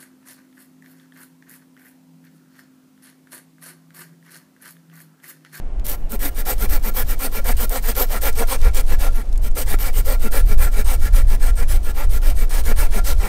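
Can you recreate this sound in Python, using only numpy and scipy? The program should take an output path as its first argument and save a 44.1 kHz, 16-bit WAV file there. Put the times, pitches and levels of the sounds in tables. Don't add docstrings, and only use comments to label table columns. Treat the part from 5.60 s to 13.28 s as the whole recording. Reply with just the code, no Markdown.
import sys
import numpy as np
from scipy import signal
from scipy.fft import rfft, irfft
from scipy.io import wavfile
from scipy.ndimage import uniform_filter1d

SR = 44100
rng = np.random.default_rng(int(sys.argv[2]) if len(sys.argv) > 2 else 0)


def rack_gain(trim_db):
    fader = np.asarray(trim_db, float)
    return 10 ** (fader / 20)


def generate_wav(sig):
    pcm = np.round(np.clip(np.atleast_2d(sig).T, -1, 1) * 32767).astype(np.int16)
    wavfile.write(sys.argv[1], SR, pcm)


N = 338688
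T = np.arange(N) / SR

# (frequency [Hz], width [Hz], level [dB])
LIMB = [(255.5, 114, 6), (438.5, 100, 0.5), (565, 108, 0), (690, 81, -1), (942, 370, 0.5)]
# (frequency [Hz], width [Hz], level [dB])
BLADE = [(1050, 150, -5.5), (1282, 150, -1.5), (1379, 33.4, 5.5), (1710, 67, 3), (1757, 130, -2.5),
         (1857, 186, 3.5), (2096, 82, -0.5), (2276, 62, 1), (2417, 57, -3), (2656, 59, -5)]


def unit(x):
    return x / np.sqrt(np.mean(x ** 2))


def band(x, lo_hz, hi_hz, order=2):
    return signal.sosfilt(signal.butter(order, [lo_hz, hi_hz], "band", fs=SR, output="sos"), x)


def walk(rate):
    hold = int(SR / rate)
    levels = np.repeat(rng.standard_normal(N // hold + 1), hold)
    return 1.2 * uniform_filter1d(levels, hold)[:N]


def ring(x, modes, sway_db=0.):
    out = 0
    for k, (hz, width_hz, db) in enumerate(modes):
        b, a = signal.iirpeak(hz, hz / width_hz, fs=SR)
        drive = x * rack_gain(sway_db * walk(22)[:len(x)]) if sway_db else x
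        out = out + (-1) ** k * rack_gain(db) / np.sqrt(width_hz) * signal.lfilter(b, a, drive)
    return out


def air():
    # (frequency [Hz], level [dB per Hz])
    air_spectrum = [(110, -40), (170, -45), (260, -46.5), (400, -50.5), (700, -52), (1000, -60),
                    (1500, -65.5), (2500, -70), (4000, -79.5), (9000, -84.5), (16000, -111)]
    level_db = -41.5
    table_hz, table_db = np.transpose(air_spectrum)
    hz = np.fft.rfftfreq(N, 1 / SR)
    gain = rack_gain(np.interp(np.log(hz + 1), np.log(table_hz), table_db)) * (hz > 90)
    noise = irfft(rfft(rng.standard_normal(N)) * gain, N)
    return unit(noise) * rack_gain(level_db + 0.5 * walk(2.8))


def bird():
    # (time [s], length [s], from [Hz], to [Hz], level [dB])
    chirps = [
        (.415, .07, 2950, 2650, -58),
        (.7, .05, 2950, 2750, -57),
        (.95, .05, 2950, 2700, -60),
    ]
    out = np.zeros(N)
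    for s, length, from_hz, to_hz, db in chirps:
        u = np.linspace(0, 1, int(length * SR))
        hz = from_hz + (to_hz - from_hz) * u ** 2
        tone = np.sin(2 * np.pi * np.cumsum(hz) / SR)
        out[int(s * SR):int(s * SR) + len(u)] += rack_gain(db) * np.sin(np.pi * u) * tone
    return out


def trees(x, t60=0.57, db=-24):
    t = np.arange(int(.3 * SR)) / SR
    tail = rng.standard_normal(len(t)) * np.exp(-np.log(1000) * t / t60) * (t > .004)
    return x + rack_gain(db) * signal.fftconvolve(x, tail / np.sqrt(np.sum(tail ** 2)))[:N]


def wind():
    # (time [s], wind pressure [dB])
    gusts = [
        (0, -36.5),
        (.9, -38.5),
        (1.7, -31.5),
        (2.4, -29),
        (3.5, -31),
        (4.5, -25.5),
        (5.6, -22),
        (6.9, -26.5),
        (7.68, -27),
    ]
    # (time [s], extra pressure [dB])
    puffs = [(.2, 11.5), (.72, 6.5), (1.11, 17.5), (1.47, 11.5), (1.95, 12), (2.2, -3.5), (2.73, 8.5),
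             (3.08, 15.5), (3.35, 10), (3.8, 8), (4.15, 9), (4.45, 8), (4.9, 9.5), (5.07, 8.5), (5.36, 4.5),
             (5.56, 8.5), (5.9, 3.5), (6.15, 8.5), (6.5, 8), (6.73, 8), (7.12, 12.5), (7.54, 10.5)]
    # (from [Hz], to [Hz], level in a usual gust [dB], slope [dB per gust dB],
    # evened over [s], own wander [dB], wanders [per s])
    eddies = [
        (5.39, 27.85, -11, .5, 0.15, 2, 5),
        (31.7, 62.4, -25, 1.3, 0.25, 0.5, 6),
        (66, 110.6, -40, 1.14, 0.14, 1, 6.4),
    ]
    usual_gust_db, puff_half_width_s, limit = -22, 0.073, .95
    gust_db = np.interp(T, *np.transpose(gusts)) - usual_gust_db
    gust_db = gust_db + sum(db * np.exp(-((T - s) / puff_half_width_s) ** 2 / 2) for s, db in puffs)
    pressure = 0
    for lo_hz, hi_hz, db, slope, hold_s, wander_db, rate in eddies:
        eddy = unit(band(rng.standard_normal(N + SR), lo_hz, hi_hz, order=3)[SR:])
        power = uniform_filter1d(eddy ** 2, int(hold_s * SR))
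        power = uniform_filter1d(power, int(hold_s * SR / 2))
        steady = unit(eddy / np.sqrt(power + 0.26))
        pressure = pressure + steady * rack_gain(db + slope * gust_db + wander_db * walk(rate))
    fade_out = np.sin(np.pi / 2 * np.clip((T[-1] - T) * 20, 0, 1))
    return limit * np.tanh(pressure / limit) * fade_out


def ticks():
    # (time [s], peak level [dB], centre [Hz])
    clicks = [(.197, -36.5, 3500), (0.266, -14, 13300), (.52, -17, 13400), (1.509, -16, 13200),
              (2.353, -23, 6000), (2.366, -13, 13560), (2.729, -27, 8710), (2.99, -42, 5000),
              (3.016, -25, 6000), (3.147, -16, 13380), (3.643, -53, 6040), (3.717, -48, 10000),
              (3.728, -31, 5980), (3.736, -41, 12000), (3.758, -37, 2520), (3.777, -26.5, 7650),
              (3.914, -34.5, 8430), (4.459, -21, 13210)]
    # (time [s], peak level [dB], centre [Hz])
    snags = [(0.5926, -26, 13200), (1.0981, -18, 13200), (1.5923, -22, 14500), (1.8448, -22, 13200),
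             (1.9688, -28, 13600), (2.0943, -16, 13300), (2.2254, -25, 13600), (2.6187, -19, 13200),
             (3.3957, -22, 13100), (3.9555, -25, 13400), (4.7209, -20, 13900), (4.9796, -28, 13300),
             (5.5293, -28, 13100), (6.896, -28, 8740), (7.45, -28, 13200)]
    # (time [s], peak level [dB])
    knocks = [
        (3.97, -24),
        (4.141, -14),
    ]
    snag_db = -2
    out, t = np.zeros(N), np.arange(1500) / SR
    for s, db, hz in clicks + [(s, db + snag_db, hz) for s, db, hz in snags]:
        grain = rng.standard_normal(len(t))
        burst = ring(grain * np.exp(-t / .0012), [(hz, 6000, 0)])
        burst = burst + ring(grain * np.exp(-t / .004), [(hz, 1500, -16)])
        out[int(s * SR):int(s * SR) + len(t)] += rack_gain(db + 2.0) * burst / np.max(np.abs(burst))
    for s, db in knocks:
        burst = ring(np.exp(-t / 0.00017), LIMB + BLADE)
        out[int(s * SR):int(s * SR) + len(t)] += rack_gain(db) * burst / np.max(np.abs(burst))
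    return out


def hump(u, peak, sharp):
    warp = np.log(.5) / np.log(np.clip(peak, .2, .85))
    h = np.sin(np.pi * u ** warp) ** sharp
    return h / np.sqrt(np.mean(h ** 2))


def strokes():
    # (time [s], length [s], rasp of the teeth [dB], load on the limb [dB])
    pulls = [(.242, 0.12, -26.5, -37), (.591, .11, -23, -35), (.85, 0.096, -21.5, -29),
             (1.086, .099, -23.5, -30), (1.337, .099, -23, -32), (1.586, 0.099, -23, -29.5),
             (1.841, .092, -21.5, -27.5), (2.092, .11, -23.5, -29), (2.347, .11, -20, -26.5),
             (2.609, 0.1, -20, -27), (2.87, 0.098, -19.5, -28.5), (3.132, 0.091, -23, -31.5),
             (3.384, .11, -25.5, -32.5), (3.949, 0.094, -25, -32), (4.182, .13, -25.5, -32),
             (4.445, .12, -26, -29.5), (4.709, .11, -23.5, -29.5), (4.975, .12, -24, -31),
             (5.242, .126, -27, -34.5), (5.523, .11, -27, -36), (5.796, .12, -26, -34),
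             (6.074, .11, -26.5, -35), (6.342, 0.12, -29, -35), (6.614, .12, -27.5, -33),
             (6.891, 0.13, -25, -32.5), (7.157, .12, -23, -31.5), (7.439, 0.1, -20.5, -30)]
    pushes = [(.493, 0.075, -32.5, -39), (.744, 0.084, -29, -38.5), (.979, 0.088, -26.5, -33.5),
              (1.225, .079, -25, -33.5), (1.465, 0.087, -27.5, -35.5), (1.713, 0.094, -27.5, -33.5),
              (1.966, 0.094, -23.5, -31), (2.222, 0.11, -25.5, -32), (2.482, .11, -25, -30.5),
              (2.749, 0.095, -24.5, -24.5), (2.999, 0.1, -30.5, -30.5), (3.263, 0.096, -29.5, -32.5),
              (3.519, .11, -35.5, -44.5), (3.815, 0.075, -31.5, -43.5), (4.058, 0.1, -25.5, -33),
              (4.327, .093, -27, -37.5), (4.594, 0.095, -29, -34), (4.855, 0.096, -29, -33.5),
              (5.114, .116, -29, -35), (5.394, .1, -29, -38), (5.667, 0.1, -30.5, -36.5),
              (5.954, 0.092, -30, -33), (6.228, 0.093, -30.5, -38), (6.492, 0.098, -29, -41),
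              (6.75, .11, -31, -39.5), (7.035, 0.099, -25.5, -31), (7.306, 0.1, -26, -30),
              (7.577, .12, -29.5, -32)]
    # (rasp peak [0-1], steepness of its swell, first bite [0-1], tooth tips [dB],
    # load peak [0-1], steepness of its swell, tooth rate [Hz], blade [dB], thud [dB])
    pull_manner = (0.5, 0.82, 0.18, 1.8, .55, 0.77, 277, -31, -45.5)
    push_manner = (0.6, 0.7, 0.45, 1.7, 0.66, 0.66, 222, -30.5, -38)
    # (time [s], extra thud [dB])
    chatters = [(.54, 8.5), (.65, 11), (1.04, 7.5), (1.15, 4), (1.28, 5), (1.65, 7.5), (1.89, 5), (2.16, 3),
                (2.29, 2.5), (4.14, 0.5), (4.66, 5.5), (4.92, 3), (6.28, 3), (6.96, -0.5), (7.1, 6),
                (7.37, 3)]
    usual_rasp_db, usual_load_db = -25, -31
    blade_per_rasp, blade_per_load, thud_per_load = 0.16, 0.6, 0.57
    pace_scatter, thud_scatter_db = .04, 1.5
    tips_steeper = 1.4
    surge_db, surges_per_s = .8, 60
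    tooth_hz, force = np.full(N, 150.), np.zeros((5, N))
    for table, manner in ((pulls, pull_manner), (pushes, push_manner)):
        rasp_peak, rasp_steep, bite, tips_db, load_peak, load_steep, pace_hz, blade_db, thud_db = manner
        for start, length, rasp_db, load_db in table:
            pace, grip = rng.standard_normal(2)
            i, u = int(start * SR), np.linspace(1e-6, 1, int(length * SR))
            part, room = slice(i, i + len(u)), N - i
            load = hump(u, load_peak, load_steep)
            extra_db = load_db - usual_load_db
            chatter_db = sum(db for s, db in chatters if start < s < start + length)
            jerk = bite * np.exp(-u / 0.1) * np.clip(u / 0.015, 0, 1)
            speed = hump(u, rasp_peak, rasp_steep) + jerk
            rasp = rack_gain(rasp_db) * speed
            tips = rack_gain(tips_db + rasp_db) * speed ** tips_steeper
            blade_db_now = blade_db + blade_per_rasp * (rasp_db - usual_rasp_db) + blade_per_load * extra_db
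            blade = rack_gain(blade_db_now) * load
            thud_db_now = thud_db + thud_per_load * extra_db + thud_scatter_db * grip + chatter_db
            thud = rack_gain(thud_db_now) * hump(u, load_peak + 0.05, 1.85)
            force[:, part] += np.array([rasp, tips, blade, rack_gain(load_db) * load, thud])[:, :room]
            hand = .76 + .26 * np.sin(np.pi * u)
            tooth_hz[part] = (pace_hz * (1 + pace_scatter * pace) * hand)[:room]
    return tooth_hz, force * rack_gain(surge_db * walk(surges_per_s))


def fibres(rate, scatter_db):
    chance = rng.random((N, 3)).T
    snaps = chance[0] < rate / SR
    strength = rack_gain(-scatter_db * np.log(chance[1] + 1e-9))
    return unit(snaps * strength * np.sign(chance[2] - .3))


def saw():
    # (frequency [Hz], width [Hz], level [dB])
    tooth_modes = [(3070, 160, -8), (7730, 480, -1), (8650, 750, 7), (9860, 410, 4.5), (11200, 1000, -0.5)]
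    # (frequency [Hz], width [Hz], level [dB])
    tip_modes = [(12000, 260, 13.5), (13300, 160, 16), (13750, 270, 11.5), (14500, 330, 16.5)]
    # (time [s], level [dB])
    free_edge = [
        (0, -7.5),
        (1.5, -9.5),
        (2.5, -10),
        (3.2, -15),
        (4.5, -10.5),
        (5.5, -14.5),
        (6.5, -14.5),
        (7.68, -16.5),
    ]
    sway_db = 2.3
    tooth_hz, (rasp, tips, blade, limb, thud) = strokes()

    turns = np.cumsum(tooth_hz * (1 + .05 * walk(120))) / SR
    catch = np.diff(np.floor(turns), prepend=0) * rack_gain(2.5 * rng.standard_normal(N))
    catch = unit(uniform_filter1d(catch, size=5))
    gate = np.exp(-(turns % 1) / 2.21)
    flare = gate * rack_gain(1.12 * walk(150) + 0.96 * walk(35))

    wood = .6 * catch + 1.5 * fibres(2500, 1.6) * rack_gain(2.4 * walk(60))
    thuds = ring(thud * (catch + 0.85 * wood), [LIMB[0], (465, 130, -1.5)])
    crackle = ring(limb * wood, LIMB[1:], sway_db)
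    kerf = band(blade * fibres(3000, 4.0), 390, 2360, order=1)

    drive = 0.24 * catch + 1.02 * fibres(4000, 1.25) * rack_gain(1.6 * walk(90))
    singing = ring(blade * drive, BLADE, sway_db)

    tear = flare * fibres(9000, 0.78)
    free = tips * rack_gain(np.interp(T, *np.transpose(free_edge)))
    sizzle = band(free * flare * fibres(8000, 0.85), 9800, 20600)
    steel = ring(rasp * tear, tooth_modes, 3.0) + ring(free * tear, tip_modes, 2.7) + rack_gain(-19.5) * sizzle

    scrape = (rasp + 0.4 * blade) * flare
    hiss = band(scrape * fibres(7000, 0.92), 2500, 7500, order=1)
    upper_modes = [(hz, 170, 0) for hz in np.linspace(2900, 7400, num=12)]
    streaks = ring(scrape * fibres(3000, 1.8), upper_modes, 3.4)

    fall = np.exp(-1 / (.35 * SR))
    falling = signal.lfilter([1 - fall], [1, -fall], rasp)
    dust = falling * band(fibres(1800, 1.9), 1900, 9500, order=1)

    out = rack_gain(-8.5) * kerf + rack_gain(24.0) * thuds + rack_gain(27.5) * crackle
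    out = out + rack_gain(25.5) * singing + rack_gain(21.5) * steel
    return out + rack_gain(-9) * hiss + rack_gain(13.0) * streaks + rack_gain(-19.5) * dust


def scene():
    return (trees(saw() + ticks() + bird()) + wind() + air())[None]


def roll_off(x):
    return signal.sosfilt(signal.butter(12, 16460, fs=SR, output="sos"), x)


def record(dry):
    top_cut = signal.ellip(14, .3, 60, 15690, fs=SR, output="sos")
    mix = signal.sosfilt(top_cut, dry)
    return roll_off(mix)


dry = scene()
out = record(dry)
generate_wav(out)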